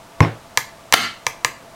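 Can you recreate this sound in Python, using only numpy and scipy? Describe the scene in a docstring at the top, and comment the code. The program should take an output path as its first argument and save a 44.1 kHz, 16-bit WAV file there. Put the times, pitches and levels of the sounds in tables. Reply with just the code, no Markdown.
"""Pen taps on a kitchen countertop

A pen taps five times, heard close up: each blow is a crack of filtered noise plus a bank of ringing modes.
The first stroke lands with the hand, which thumps the slab and jolts loose things into a rattle.
On the third the pen tips over and its barrel slaps down hard; the cabinet hums on after the pen's blows.
A small live room answers as decaying noise bands, over soft air and a faint appliance whirr.
The recorder ducks and clips on the loud blows."""
import sys
import numpy as np
from scipy import signal
from scipy.fft import rfft, irfft
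from scipy.io import wavfile

SR = 44100
rng = np.random.default_rng(int(sys.argv[2]) if len(sys.argv) > 2 else 0)


def transcribe(u):
    """Save the signal u as a 16-bit wav file named by the first command-line argument.

    u: samples, shape (n,) or (channels, n), limited to [-1, 1]; the rate is SR.
    q: integer samples, one column per channel.
    """
    v = np.clip(np.atleast_2d(u).T, -1, 1)
    q = np.round(v * 32767).astype(np.int16)
    wavfile.write(sys.argv[1], SR, q)


N = 77175  # 1.75 s

# strikes of the pen tip: t/s, strength/dB, contact cut-off f/Hz
TIP_TAPS = [(0.2051, -11, 12000), (0.5738, 1.5, 15400), (0.9247, 1, 19200), (1.2665, -2, 9900),
            (1.4472, 1, 11300)]
# slaps of the barrel as it comes down flat: t/s, strength/dB, contact cut-off f/Hz
BARREL_SLAPS = [(0.9350, 0, 4800), (0.9387, 22, 11600), (0.9431, 9.5, 9900)]


def from_db(db):
    """Decibels to gain."""
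    return 10 ** (np.asarray(db) / 20)


def rms_one(x):
    """Scale to unit rms."""
    return x / np.sqrt(np.mean(x ** 2) + 1e-20)


def at_hz(points, hz):
    """Read a table on a log-frequency axis."""
    table_hz, values = np.array(points).T
    return np.interp(np.log(np.maximum(hz, 1)), np.log(table_hz), values)


def smooth(x, seconds):
    """One-pole average."""
    r = np.exp(-1 / (seconds * SR))
    return signal.lfilter([1 - r], [1, -r], x)


def room_air():
    """Soft broadband hush: noise shaped by a spectrum that falls off towards the treble."""
    # spectrum of the air: f/Hz, relative level/dB per Hz
    air_spectrum = [(30, -9.5), (60, -11), (110, -9), (200, -8.5), (400, -13), (600, -8), (900, -14.5),
                    (1200, -10.5), (1500, -16), (3000, -21), (8000, -26.5), (15500, -35.5)]
    hz = np.arange(N // 2 + 1) * SR / N
    spectrum = rfft(rng.standard_normal(N)) * from_db(at_hz(air_spectrum, hz))
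    return from_db(-45) * rms_one(irfft(spectrum, N))


def appliance_whirr():
    """Narrow noise bands around fixed centres are heard as wavering tones."""
    # tones of the appliance: centre f/Hz, width/Hz, rms level/dB
    whirr_tones = [(672.5, 15, -51.5), (897, 90, -53), (1160, 20, -59.5)]
    hz = np.arange(N // 2 + 1) * SR / N
    whirr = 0
    for centre_hz, width_hz, db in whirr_tones:
        spectrum = rfft(rng.standard_normal(N)) / (1 + ((hz - centre_hz) / width_hz) ** 2)
        whirr = whirr + from_db(db) * rms_one(irfft(spectrum, N))
    return whirr


def kitchen(x):
    """Dense reflections build up after a short gap and die away band by band."""
    # colour of the room's answer to a click: f/Hz, level/dB
    room_colour = [(80, -13), (180, 14), (280, 10), (500, 7), (1000, 0.5), (2000, 1.5), (4000, -5),
                   (7000, -1), (11000, 0), (16000, 11)]
    # decay of the room: f/Hz, t60/s
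    room_t60 = [(100, 0.45), (400, 0.17), (1000, 0.29), (2500, 0.34), (6000, 0.31), (14000, 0.18)]
    delay_s, build_s = 0.0025, 0.00073
    t = np.arange(N) / SR
    white = rng.standard_normal((2, N))  # neighbouring bands take turns, so they stay independent
    edges = np.geomspace(60, 18000, 17)
    tail = 0
    for k, (low, high) in enumerate(zip(edges, edges[1:])):
        hz = np.sqrt(low * high)
        rate = np.log(1000) / at_hz(room_t60, hz)
        band_pass = signal.butter(2, [low, high], "band", fs=SR, output="sos")
        band = signal.sosfilt(band_pass, white[k % 2])
        decay = np.exp(-rate * t) * np.sqrt(2 * rate / SR)  # unit energy
        tail = tail + band * from_db(at_hz(room_colour, hz)) * decay
    build = 1 - np.exp(-np.maximum(t - delay_s, 0) / build_s)
    return signal.fftconvolve(x, tail * build)[:N]


def ring(force, hz, t60):
    """A unit click sets a sine of height 1 ringing, which dies away by 60 dB in t60."""
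    r = np.exp(-np.log(1000) / (t60 * SR))
    w = 2 * np.pi * hz / SR
    return signal.lfilter([0, np.sin(w)], [1, -2 * r * np.cos(w), r * r], force + 1e-18)


def soften(x, cut_hz):
    """The softer the contact, the longer it lasts and the less treble it gives."""
    r = np.exp(-2 * np.pi * cut_hz / SR)
    return signal.lfilter([(1 - r) ** 2], [1, -2 * r, r * r], x + 1e-18)


def crack(start_s, level_db, t60, low_hz, high_hz):
    """A band of noise bursts out at the blow and decays exponentially."""
    age = np.arange(N) / SR - start_s
    decay = np.exp(-np.log(1000) * np.clip(age / t60, 0, 4))
    burst = rng.standard_normal(N) * (age >= 0) * decay
    band = signal.butter(1, [low_hz, min(high_hz, SR * .45)], "band", fs=SR, output="sos")
    twice = np.vstack([band, band])
    width_gain = np.sqrt(SR / 2 / high_hz)  # a lower band gets more gain
    return from_db(level_db) * width_gain * signal.sosfilt(twice, burst + 1e-18)


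def strike(blows, modes, crack_settings, room_db):
    """Blows crack and ring a body's modes, neighbours swinging opposite ways; gives (direct, room send)."""
    mode_scatter_db = 0.4  # no two blows ring the modes quite alike
    crack_spread_db = 8.5  # the crack radiates all round, so the room gets more of it
    pushes, cracks = [], 0
    for start_s, db, cut_hz in blows:
        click = signal.unit_impulse(N, int(start_s * SR))
        pushes.append(from_db(db) * soften(click, cut_hz))
        cracks = cracks + from_db(db) * soften(crack(start_s, *crack_settings), cut_hz)
    shares = from_db(mode_scatter_db * rng.standard_normal((len(blows), len(modes))))
    rings = 0
    for k, (hz, db, t60) in enumerate(modes):
        force = shares[:, k] @ np.array(pushes)
        rings = rings + (-1) ** k * from_db(db) * ring(force, hz, t60)
    room_send = from_db(room_db) * (rings + from_db(crack_spread_db) * cracks)
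    return np.array([rings + cracks, room_send])


def cabinet():
    """Each blow of the pen sets a low mode of the cabinet under the top humming."""
    pushes = 0
    for start_s, db, _ in TIP_TAPS + BARREL_SLAPS:
        pushes = pushes + from_db(db) * signal.unit_impulse(N, int(start_s * SR))
    return from_db(-45) * ring(pushes, hz=107, t60=0.42)


def loose_rattle():
    """Loose things jolted by the thump clatter through a few light, thin modes."""
    # knocks of the loose things: t/s, strength/dB, contact cut-off f/Hz
    rattle_knocks = [(0.2190, 2, 7150), (0.2275, 3.5, 6000), (0.2400, -3.5, 5000), (0.2485, -5.5, 3480)]
    # their resonances: f/Hz, level/dB, t60/s
    rattle_modes = [(760, -15, 0.013), (1075, -21.5, 0.11), (1530, -27, 0.023), (1880, -28, 0.049),
                    (2510, -22, 0.028), (5300, -30, 0.049), (5520, -39, 0.11)]
    rattle_crack = (-28, 0.3349, 693, 2800)  # level/dB, t60/s, low f/Hz, high f/Hz
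    return strike(rattle_knocks, rattle_modes, rattle_crack, room_db=-35.5)


def hand_thump():
    """The soft hand, then what it jolted dropping back, booms through the slab and its cabinet."""
    # landing of the hand, then the drops: t/s, strength/dB, contact cut-off f/Hz
    thump_blows = [(0.2051, 4.5, 1050), (0.2257, -5.5, 710), (0.2316, -11.5, 895), (0.2484, -14, 1490)]
    # resonances of slab and cabinet: f/Hz, level/dB, t60/s
    slab_modes = [(87, -6, 0.085), (113.2, -20.5, 0.37), (107.6, -7.5, 0.16), (161.3, -8.5, 0.15),
                  (247, -18, 0.16), (299, -20, 0.17), (347, -20.5, 0.15), (467.4, -23, 0.26),
                  (542, -22, 0.096), (603, -29, 0.055), (795, -14, 0.017), (1065, -2, 0.033),
                  (1370, -2, 0.0082), (2140, 6, 0.018)]
    thump_crack = (-20.5, 0.363, 288, 1112)  # level/dB, t60/s, low f/Hz, high f/Hz
    return strike(thump_blows, slab_modes, thump_crack, room_db=-21)


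def barrel_slap():
    """The barrel slaps flat; gripped by the fingers, each mode dies within so many cycles."""
    # resonances of the barrel on the top: f/Hz, level/dB
    barrel_modes = [(110, -31), (250, -34), (460, -26), (690, -15), (790, -12), (1040, -10.5), (1330, -7),
                    (1600, -10), (1850, -6.5), (2250, -5), (2600, -6.5), (2950, -3.5), (3900, -7),
                    (5600, -15.5), (7800, -14), (11500, -7)]
    ring_cycles, longest_t60_s = 21.6, 0.036
    gripped_modes = [(hz, db, min(ring_cycles / hz, longest_t60_s)) for hz, db in barrel_modes]
    slap_crack = (-9.5, 0.0319, 705, 6000)  # level/dB, t60/s, low f/Hz, high f/Hz
    return strike(BARREL_SLAPS, gripped_modes, slap_crack, room_db=-10.5)


def tip_taps():
    """The hard pen tip makes brief, bright contacts that ring short modes on the top."""
    # resonances of the tip on the top: f/Hz, level/dB, t60/s
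    tip_modes = [(125, -33, 0.12), (474, -19, 0.029), (868, -8.5, 0.011), (1027, -8.5, 0.027),
                 (1224, -19.5, 0.048), (1719, -9.5, 0.024), (2064, -7.5, 0.016), (2344, -13.5, 0.032),
                 (2763, -7, 0.0075), (3370, -13.5, 0.011), (3960, -9.5, .01), (4870, -10.5, 0.0098),
                 (5787, -4, 0.0071), (7440, -0.5, 0.0023), (9850, -7.5, 0.0022), (12750, -8.5, 0.0015)]
    tap_crack = (-16.5, 0.0339, 600, 9000)  # level/dB, t60/s, low f/Hz, high f/Hz
    return strike(TIP_TAPS, tip_modes, tap_crack, room_db=-10)


def scene():
    """Pen, hand and rattle, heard directly and through the room, over the kitchen's background."""
    direct, room_send = loose_rattle() + hand_thump() + barrel_slap() + tip_taps()
    blows = direct + cabinet() + kitchen(room_send)
    mic_low_cut = signal.butter(2, 84, "high", fs=SR, output="sos")
    background = room_air() + appliance_whirr()
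    return (signal.sosfilt(mic_low_cut, blows) + background)[None]


def record(dry):
    """A limiter ducks just too late and recovers steadily; what gets past it clips; the top is cut."""
    limit_db, release_db_per_s = -2, 160
    sense_s, attack_s = 0.0011, 0.0017
    level_db = 10 * np.log10(smooth(dry ** 2, sense_s) + 1e-12)
    over_db = np.maximum(level_db - limit_db, 0)
    # a running peak against a rising ramp gives a straight-line release
    ramp = release_db_per_s * np.arange(N) / SR
    held_db = np.maximum.accumulate(over_db + ramp, axis=-1) - ramp
    duck_db = smooth(held_db, attack_s)
    clipped = np.clip(dry * from_db(-duck_db), -1, 1)
    top_cut = signal.ellip(10, .1, 70, 15900, fs=SR, output="sos")
    return signal.sosfilt(top_cut, clipped)


dry = scene()
out = record(dry)
transcribe(out)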